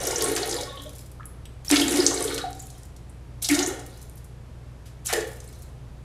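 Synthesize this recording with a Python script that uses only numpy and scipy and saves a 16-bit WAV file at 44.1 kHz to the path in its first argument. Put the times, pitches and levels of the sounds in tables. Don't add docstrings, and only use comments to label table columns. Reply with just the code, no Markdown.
import sys
import numpy as np
from scipy import signal
from scipy.fft import rfft, irfft, next_fast_len
from scipy.io import wavfile
from scipy.ndimage import uniform_filter1d

SR = 44100
rng = np.random.default_rng(int(sys.argv[2]) if len(sys.argv) > 2 else 0)


def output_pcm(signal):
    pcm = np.clip(np.atleast_2d(signal).T, -1, 1) * 32767
    wavfile.write(sys.argv[1], SR, np.round(pcm).astype(np.int16))


N = 266342
TIME = np.arange(N) / SR
ATTACK_S = 0.006


def amp(db):
    return 10 ** (np.asarray(db) / 20)


def unit(x):
    return x / np.sqrt(np.mean(x ** 2) + 1e-20)


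def read(points, hz):
    f, value = np.transpose(points)
    return np.interp(np.log(hz + 1), np.log(f), value)


def colour(x, spectrum):
    size = next_fast_len(len(x), True)
    gain = amp(read(spectrum, np.fft.rfftfreq(size, 1 / SR)))
    return irfft(rfft(x, size) * gain, size)[:len(x)]


def add(mix, s, sound):
    part = mix[max(round(s * SR), 0):][:len(sound)]
    part += sound[:len(part)]


def drift(per_s):
    knots = rng.standard_normal(1024)
    return unit(np.interp(TIME * per_s, np.arange(len(knots)), knots))


def steady(x, size):
    power = uniform_filter1d(uniform_filter1d(x ** 2, size), size)
    return x / np.sqrt(abs(power) + 1e-12)


def resonate(x, hz, width_hz):
    turn = np.exp(2j * np.pi * np.cumsum(hz * np.ones(N)) / SR)
    decay = np.exp(-np.pi * width_hz / SR)
    return 2 * (turn * signal.lfilter([1 - decay], [1, -decay], x / turn + 1e-18)).real


def fan(air_db=-45):
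    # f/Hz, level/dB, waver/dB
    motor = [(59.56, -44.5, -0.5), (119.9, -46.5, -0.1)]
    # f/Hz, gain/dB
    air_colour = [(12, -45), (25, -16), (33, -1.5), (44, -13.5), (60, -16), (78, 0.5), (98, -5.5),
                  (135, -4), (185, -13.5), (280, -17), (500, -20), (1200, -29), (4500, -40), (11000, -45.5),
                  (15500, -54)]
    tones = np.zeros(N)
    for hz, db, waver in motor:
        gain = np.sqrt(2) * amp(db + waver * drift(2.2))
        tones += gain * np.sin(2 * np.pi * (hz * TIME + rng.random()))
    return tones + amp(air_db) * unit(colour(rng.standard_normal(N), air_colour))


def room(x, echoes_per_s=4000):
    # f/Hz, time to fade by 60 dB/s
    ring_times = [(250, 0.58), (700, 0.53), (2000, 0.53), (5000, 0.38), (12000, 0.36)]
    echoes = rng.choice([-1., 1.], SR) * (rng.random(SR) < echoes_per_s / SR)
    echoes[:SR // 200] = 0
    hz, t, bands = signal.stft(echoes, SR, nperseg=256)
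    fade = amp(-60 * t / read(ring_times, hz)[:, None])
    tail = signal.istft(bands * fade, SR, nperseg=256)[1]
    return signal.oaconvolve(x, tail / np.linalg.norm(tail))[:N]


def bowl(x, direct_db):
    # f/Hz, width/Hz, gain/dB
    notes = [(286, 4.7, 13), (352.5, 42, 3), (385, 2.6, -5.5), (436, 30, 0), (482.7, 10, 7), (537, 23, 4),
             (721, 16, -2), (820, 93, -5.5), (1108, 11, 6), (1286, 14, -2), (1425, 67, 4.5),
             (1740, 24.5, -3), (1800, 37, -8.5), (1847, 22, 5.5), (2098, 120, -7.5), (2875, 34, 10.5),
             (3260, 30, -10.5)]
    t = np.arange(SR // 4) / SR
    ring = np.zeros(len(t))
    for hz, width, db in notes:
        fade = np.exp(-np.pi * width * t)
        ring += amp(db) * 2 * np.pi * width / SR * fade * np.cos(2 * np.pi * hz * t)
    return amp(direct_db) * x + signal.oaconvolve(x, ring)[:N]


def porcelain(x, direct_db=0.5, life_s=0.0031):
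    t = np.arange(SR // 25) / SR
    bounces = rng.standard_normal(len(t)) * (rng.random(len(t)) < 3000 / SR)
    bounces *= np.exp(-t / life_s) * (t > .0006)
    response = bounces / np.linalg.norm(bounces) + amp(direct_db) * (t == 0)
    return signal.oaconvolve(x, response / np.linalg.norm(response))[:N]


def droplets(per_s, low_hz, high_hz, cycles, spread_db, pitches=24, size=700):
    out, t = np.zeros(N), np.arange(size) / SR
    starts = np.flatnonzero(rng.random(N) < per_s / SR)
    height = amp(spread_db * np.minimum(rng.exponential(1, N)[starts], 4))
    height *= rng.choice([-1, 1], N)[starts]
    kind = rng.integers(0, pitches, N)[starts]
    for k, hz in enumerate(np.linspace(low_hz, high_hz, pitches)):
        life = cycles * rng.uniform(.4, 1.5) / hz
        rise = 1 + 0.016 * np.tanh(t / life)
        ping = np.exp(-t / life) * np.sin(2 * np.pi * hz * t * rise) / np.sqrt(life)
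        places = starts[kind == k, None] + np.arange(size)
        out += np.bincount(places.ravel(), (height[kind == k, None] * ping).ravel(), N)[:N]
    return out


def spatter(spray_gain, froth_db=-52, full_db=-35, spread_db=5.5, fade_s=0.042, tries=130):
    rows = []
    for when, size, pitch, splat in rng.random((tries, 4)):
        at = int(when * N)
        if spray_gain[at] > amp(-66):
            spray_db = 20 * np.log10(spray_gain[at])
            db = -22 + 0.68 * (spray_db - full_db) + spread_db * (2 * size - 1)
            hz = np.interp(spray_db, [froth_db, full_db], [10500, 3200 * (11500 / 3200) ** pitch])
            octaves = np.interp(spray_db, [froth_db, full_db], [1, 0.1 + 0.92 * splat])
            rows.append((at / SR, db, hz, octaves, fade_s))
    return rows


def drops(strays, skirt_db=-32):
    # t/s, peak level/dB, f/Hz, width/octaves, time to fade by 60 dB/s
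    clear_drops = [(0.0518, -19, 6850, 0.32, 0.037), (0.069, -14.5, 11500, 0.39, 0.023),
                   (0.182, -18, 7360, 0.2, 0.015), (0.2072, -19.5, 4760, 0.33, 0.049),
                   (0.222, -9, 8200, 0.75, 0.015), (0.241, -12.5, 9100, 0.16, 0.033),
                   (0.283, -21, 9620, 0.14, 0.025), (0.316, -20, 11500, .3, 0.034),
                   (0.351, -20, 8300, 0.21, 0.051), (0.3622, -13.5, 5440, 0.89, 0.04),
                   (0.363, -24, 1650, 0.73, 0.13), (0.375, -18, 4970, 0.66, 0.066),
                   (0.434, -26, 3700, 0.22, 0.018), (0.459, -25, 11500, 0.23, 0.01),
                   (0.4908, -20.5, 7340, .4, 0.08), (0.511, -18.5, 6760, 0.42, 0.03),
                   (0.529, -19, 4000, 0.18, 0.011), (0.542, -21, 7700, 0.21, 0.018),
                   (0.584, -28, 3700, 0.11, 0.056), (0.602, -32, 3750, 0.23, 0.071),
                   (0.6322, -23.5, 4700, 0.31, 0.031), (0.688, -37, 3620, 0.1, 0.2),
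                   (0.772, -31.5, 3320, 0.17, 0.052), (0.796, -33.5, 3530, 0.15, 0.046),
                   (0.828, -43, 3600, 0.12, 0.063), (0.861, -39, 3500, .14, 0.063),
                   (0.893, -27.5, 9800, 2.3, 0.02), (0.991, -33, 6900, 1.2, 0.024),
                   (1.115, -36.5, 9550, 0.82, 0.036), (1.198, -35, 1110, 0.21, 0.02),
                   (1.2066, -33, 1390, 0.25, 0.025), (1.2313, -38, 1500, 0.58, 0.0072),
                   (1.255, -30, 9800, 0.47, 0.012), (1.255, -34, 10600, 0.074, 0.048),
                   (1.4545, -35, 5500, 3.3, 0.024), (1.453, -39, 3080, 0.34, 0.053),
                   (1.453, -47, 8100, 0.046, 0.085), (1.6473, -29.5, 7000, 1.7, 0.035),
                   (1.649, -32, 7000, 2.7, 0.38), (1.682, -18, 5530, 0.058, 0.0098),
                   (1.693, -18, 9800, 0.28, 0.014), (1.701, -11, 1590, 2, 0.033),
                   (1.712, -2, 6600, 0.59, 0.011), (1.719, -15, 2200, 0.69, 0.16),
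                   (1.7592, -12, 3800, 0.35, 0.017), (1.797, -13, 4900, 0.52, 0.032),
                   (1.8154, -17.5, 3150, 0.17, 0.1), (1.8805, -14.5, 7470, 0.11, .014),
                   (1.94, -19, 8000, .2, 0.018), (1.9597, -16, 5700, 0.72, 0.017),
                   (1.9702, -13, 6500, 0.66, 0.031), (2.0645, -0.5, 6020, 0.33, 0.016),
                   (2.07, -10, 6070, 0.36, 0.022), (2.11, -25, 790, 0.57, 0.15),
                   (2.141, -19, 8000, 0.21, 0.05), (2.175, -22, 4340, 0.19, 0.021),
                   (2.206, -17, 8500, 0.27, 0.016), (2.2234, -15.5, 9100, 0.18, 0.023),
                   (2.2506, -18, 9040, 0.3, 0.018), (2.2788, -23.5, 3700, .2, .03),
                   (2.305, -31.5, 1370, 0.17, .12), (2.3225, -27.5, 3800, 0.08, 0.032),
                   (2.343, -34, 7540, 0.54, .014), (2.361, -27, 3950, 0.13, 0.023),
                   (2.378, -20, 4300, 0.7, 0.053), (2.382, -31, 1400, 0.24, 0.22),
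                   (2.4155, -24.5, 4060, 0.098, 0.025), (2.53, -27.5, 5360, 0.62, 0.0091),
                   (2.599, -29.5, 7100, 0.084, 0.036), (2.669, -27, 9800, 0.78, 0.0095),
                   (2.701, -34.5, 6800, 0.68, 0.046), (2.832, -38, 8000, 0.53, 0.021),
                   (2.963, -38, 6700, 0.75, 0.039), (3.095, -44, 8900, 0.28, .05),
                   (3.423, -16, 9570, 0.52, 0.1), (3.444, -14.5, 5250, 0.48, 0.077),
                   (3.4871, -10, 5500, 0.94, 0.037), (3.497, -18, 2150, 0.27, 0.11),
                   (3.5, -22, 7500, 0.33, 0.025), (3.59, -9.5, 4200, 0.55, 0.026),
                   (3.596, -17, 7300, 0.18, 0.025), (3.622, -25, 7200, 0.23, .025),
                   (3.6618, -15, 6800, 0.18, 0.015), (3.672, -18.5, 8800, 0.29, 0.026),
                   (3.751, -41, 7000, 1, 0.014), (3.7935, -32, 6260, 0.52, 0.048),
                   (4.097, -33.5, 9800, 0.45, 0.0087), (4.155, -41, 11800, 0.27, .039),
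                   (4.243, -38.5, 9350, 0.56, 0.043), (4.855, -40, 4520, 1.3, 0.18),
                   (5.047, -35, 8900, 0.6, 0.077), (5.06, -18, 8950, .55, .022),
                   (5.068, -15, 7360, 0.31, 0.032), (5.085, -24, 1740, 0.69, 0.33),
                   (5.098, -30, 800, 0.26, 0.065), (5.101, -29, 6500, .8, .025),
                   (5.127, -14, 6560, 0.87, 0.025), (5.134, -8.5, 3760, 1.2, 0.024),
                   (5.129, -27, 1800, 0.08, 0.29), (5.13, -30, 560, 0.37, 0.36),
                   (5.13, -40, 1445, 0.061, 0.24), (5.206, -26.5, 6000, 0.43, 0.025),
                   (5.402, -33, 5700, 0.64, 0.035), (5.476, -37, 8600, 0.21, 0.025),
                   (5.627, -46, 8600, 0.65, 0.014)]
    out, t = np.zeros(N), np.arange(-128, 15872) / SR
    hz, age = np.fft.rfftfreq(len(t), 1 / SR) + 1, np.maximum(t, 0)
    for s, db, centre, octaves, fade_s in clear_drops + strays:
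        off_centre = np.log2(hz / centre) / octaves
        band = np.exp(-off_centre ** 2 / 4) + amp(skirt_db) / (1 + abs(off_centre))
        swell = 1 - np.exp(-age / (.025 * fade_s))
        shape = swell * amp(-60 * age / fade_s)
        fizz = steady(irfft(rfft(rng.standard_normal(len(t))) * band), size=64)
        burst = irfft(rfft(fizz * shape) * band)
        add(out, s + t[0], amp(db) * burst / abs(burst).max())
    return out


def froth(stop, level_db=-49, fade_db_per_s=17, lasts_s=0.66, ramp_s=0.24):
    age = np.maximum(TIME - stop, 0)
    ramp = np.clip(np.minimum(age, lasts_s - age) / ramp_s, 0, 1)
    return ramp * amp(level_db - fade_db_per_s * age)


def spit(start, lead, level_db=-24.5, fade_db_per_s=105.5):
    age = np.maximum(TIME - start + lead, 0)
    return np.minimum(age / ATTACK_S, 1) * (TIME < start) * amp(level_db - fade_db_per_s * age)


def pour(start, landing_db, hold, swell, fade, level_db, landing_scale, fade_scale, impact_s=0.041):
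    age = np.maximum(TIME - start, 0)
    impact_db = landing_scale * landing_db * np.exp(-age / impact_s)
    body_db = swell * np.minimum(age, hold) - fade_scale * fade * np.maximum(age - hold, 0)
    return np.minimum(age / ATTACK_S, 1) * amp(level_db + impact_db + body_db)


def flow(surge_db=2, surges_per_s=24):
    # spray/dB, slap/dB, churn/dB
    gushes = [(-0.02, 0, 3, 0.59, 0.5, 92, -32.5, -33.5, -27.5),
              (1.708, 0.021, 3, 0.624, -9, 124, -28.5, -32.5, -22),
              (3.488, 0.071, 12.5, 0.14, -14, 85.5, -33.5, -30.5, -30),
              (5.125, 0.074, 12, 0.012, -10.5, 118, -38, -31.5, -23.5)]
    spit_gain, spray_gain, slap_gain, churn_gain = np.zeros((4, N))
    for start, lead, landing_db, hold, swell, fade, spray_db, slap_db, churn_db in gushes:
        shape = start, landing_db, hold, swell, fade
        spit_gain += spit(start, lead)
        pouring = pour(*shape, spray_db, landing_scale=1, fade_scale=1.95)
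        spray_gain += np.hypot(pouring, froth(start + hold))
        slap_gain += pour(*shape, slap_db, landing_scale=0.23, fade_scale=0.97)
        churn_gain += pour(*shape, churn_db, landing_scale=0.12, fade_scale=0.77)
    surge = amp(surge_db * drift(surges_per_s))
    return spit_gain, spray_gain * surge, slap_gain * surge, churn_gain * surge


def babble(gain, per_s=170):
    return gain * unit(droplets(per_s, 1265, 4280, cycles=17.4, spread_db=-1, pitches=40, size=2400))


def tinkle(gain, per_s=130):
    return gain * unit(droplets(per_s, 3400, 10580, cycles=30, spread_db=1.5, pitches=48, size=2000))


def churn(gain, per_s=200, width_hz=150):
    # t/s, f/Hz
    bubble_pitch = [(0, 523), (.12, 430), (.25, 376), (.43, 384), (.58, 440), (.72, 536), (1.7, 298),
                    (1.9, 317), (2.0, 366), (2.1, 366), (2.24, 404), (2.45, 420), (3.49, 288), (3.56, 295),
                    (3.6, 334), (3.7, 370), (3.85, 441), (5.13, 435.5), (5.35, 500)]
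    hz = np.interp(TIME, *np.transpose(bubble_pitch))
    kicks = rng.standard_normal(N) * (rng.random(N) < per_s / SR)
    bubbles = resonate(resonate(kicks, hz, width_hz), hz, width_hz)
    return gain * steady(bowl(bubbles, direct_db=-29.5), size=1800)


def plops(wobble_per_s=75, pitch_wobble=0.015, throb_db=1.0):
    # t/s, peak level/dB, f/Hz, swell/s, time to fade by 60 dB/s, glide/(Hz per s)
    pockets = [(0.002, -35.5, 512, 0.0026, 0.15, 12), (0.008, -39, 385, .012, .16, 0),
               (0.012, -37.5, 290, 0.022, 0.57, -6), (0.02, -33, 667, 0.0064, .12, 0),
               (0.075, -27.5, 373, 0.0095, 0.16, 0), (0.105, -29, 530, 0.003, 0.076, -500),
               (0.128, -30.5, 910, 0.0031, 0.082, -200), (0.215, -22.5, 446, 0.011, 0.082, -400),
               (0.218, -32.5, 1105, 0.0075, 0.19, 0), (0.15, -27, 491, 0.011, 0.21, -300),
               (0.28, -29, 286, 0.0082, 0.28, 4), (0.284, -18.5, 422.5, 0.0053, 0.074, 0),
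               (0.311, -16.5, 438, 0.0041, 0.06, 600), (0.378, -41, 818, 0.011, 0.13, -600),
               (0.403, -24.5, 398, .008, 0.17, 0), (0.42, -29.5, 737, 0.011, 0.26, 0),
               (0.47, -30, 736, 0.01, 0.15, 2000), (0.505, -30, 354, .01, 0.17, 0),
               (0.455, -29, 440, 0.0071, 0.1, 0), (0.548, -30.5, 475, .008, 0.094, 500),
               (0.578, -33, 940, 0.0038, 0.06, -7), (0.58, -33.5, 822, 0.007, .09, 0),
               (0.622, -35.5, 566, 0.0049, 0.24, 248), (0.668, -37, 1108, .014, 0.1, -10),
               (0.705, -42, 1094, 0.04, 0.31, -6), (0.785, -41, 286, 0.025, 0.2, 2),
               (0.852, -37, 588, 0.011, 0.075, 700), (1.713, -12.5, 292.5, 0.022, 0.11, 0),
               (1.718, -23, 357, 0.012, 0.082, 0), (1.72, -29.5, 740, .006, 0.13, -400),
               (1.818, -21, 325, 0.0062, 0.19, 300), (1.855, -19, 282.3, 0.0066, 0.37, 2),
               (1.936, -18.5, 286, 0.0045, 0.62, 3), (1.98, -10, 352.6, 0.02, 0.11, 244),
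               (2.04, -31, 347.6, 0.0096, 0.15, 0), (2.205, -32, 1120, 0.006, 0.071, 1214),
               (2.249, -18.5, 443, 0.0052, 0.064, -500), (2.253, -32, 286, 0.0074, 0.73, -12.5),
               (2.315, -33, 387, 0.0066, 0.046, 498), (2.4385, -22, 773, 0.0031, 0.06, -900),
               (2.446, -27.5, 717, 0.0031, 0.27, -4), (2.45, -38, 772, 0.011, 0.5, -2),
               (3.488, -27.5, 740, 0.0017, 0.059, 0), (3.492, -13.5, 288.3, 0.035, 0.19, -8),
               (3.497, -29, 352, 0.0057, 0.1, 0), (3.545, -35.5, 592, 0.008, 0.081, 1201),
               (3.572, -19.5, 329, 0.033, 0.09, 900), (3.596, -29, 818, 0.0025, 0.04, -3500),
               (3.61, -41, 592, 0.0098, 0.12, 897.5), (3.64, -31.5, 358, 0.0043, 0.047, 18),
               (3.674, -21, 340.5, 0.0034, 0.21, 1103), (3.722, -33, 510, 0.003, 0.15, 1100),
               (3.71, -31.5, 746, 0.0023, 0.06, -400), (3.742, -36, 374, .004, 0.086, 0),
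               (5.127, -35, 561, 0.0028, 0.08, -600), (5.128, -19.5, 767, 0.0018, 0.019, 0),
               (5.1268, -19.5, 480, 0.004, 0.055, -900), (5.176, -26, 445, .005, 0.074, 0),
               (5.135, -28, 345, 0.011, .24, 2), (5.150, -26, 424, 0.0096, 0.32, -2),
               (5.16, -42, 480.4, 0.0092, 0.84, 4), (5.225, -34, 530, 0.011, 0.35, -2)]
    out, t = np.zeros(N), np.arange(SR // 2) / SR
    squeeze = 1 + pitch_wobble * drift(wobble_per_s)
    throb = amp(throb_db * drift(wobble_per_s))
    for s, db, hz, swell, fade_s, glide in pockets:
        shape = (1 - np.exp(-(t / swell) ** 2)) * amp(-60 * t / fade_s)
        pitch = (hz + glide * t) * np.interp(s + t, TIME, squeeze)
        note = np.sin(2 * np.pi * np.cumsum(pitch) / SR)
        add(out, s, amp(db) * shape / shape.max() * note)
    return out * throb


def slap(gain, per_s=1400):
    # f/Hz, gain/dB
    slap_colour = [(450, -2.5), (620, 3), (750, 6.5), (1200, -3.5), (2000, -1.5), (2800, -9), (3600, 0.5),
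                   (6000, -44)]
    smacks = droplets(per_s, 583, 3700, cycles=2.5, spread_db=4)
    return gain * steady(colour(bowl(smacks, direct_db=-9.5), slap_colour), size=1500)


def spray(gain, spit_gain, froth_per_s=900, extra_per_s=900, densest_db=-30, ticks_db=-5, spots=5):
    # f/Hz, gain/dB
    spray_colour = [(1500, 2.5), (2500, -4.5), (3300, -5.5), (4000, 2), (4700, -4.5), (5600, 0.5),
                    (8000, -2), (10000, -1.5), (11500, -9), (14000, -2), (15500, -1.5)]
    # f/Hz, gain/dB
    spit_colour = [(2000, -11), (3000, -1), (6000, -1.5), (14000, -0.5)]
    fullness = np.minimum((gain + spit_gain) / amp(densest_db), 1)
    per_s = (froth_per_s + extra_per_s * fullness) / spots
    crackle = np.zeros(N)
    for _ in range(spots):
        pings = unit(droplets(per_s, 2200, 13000, cycles=6.5, spread_db=4.6))
        ticks = unit(droplets(per_s, 3300, 13300, cycles=0.51, spread_db=5))
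        crackle += porcelain(pings + amp(ticks_db) * ticks)
    crackle = unit(colour(steady(crackle, size=1500), spray_colour))
    return gain * crackle + spit_gain * colour(crackle, spit_colour)


def scene():
    spit_gain, spray_gain, slap_gain, churn_gain = flow()
    splash = amp(-5) * spray(spray_gain, spit_gain) + amp(-12) * tinkle(spray_gain)
    splash += amp(-5.5) * slap(slap_gain) + amp(-15.5) * babble(slap_gain)
    gurgle = amp(-5.5) * churn(churn_gain)
    hum, booms = fan(), plops()
    drips = drops(spatter(spray_gain))
    echo = room(amp(-2) * splash + amp(-5.5) * drips + amp(-8.5) * (booms + gurgle))
    return np.tile(splash + gurgle + drips + booms + echo + hum, (2, 1))


def record(dry, edge_hz=15700):
    droop = [(12000, -1.0), (14500, -9.5), (15800, -16.0)]  # f/Hz, gain/dB
    soft = np.array([colour(channel, droop) for channel in dry])
    treble_cut = signal.firwin(401, edge_hz, window=("kaiser", 9), fs=SR)
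    return signal.oaconvolve(soft, treble_cut[None], "same")


dry = scene()
out = record(dry)
output_pcm(out)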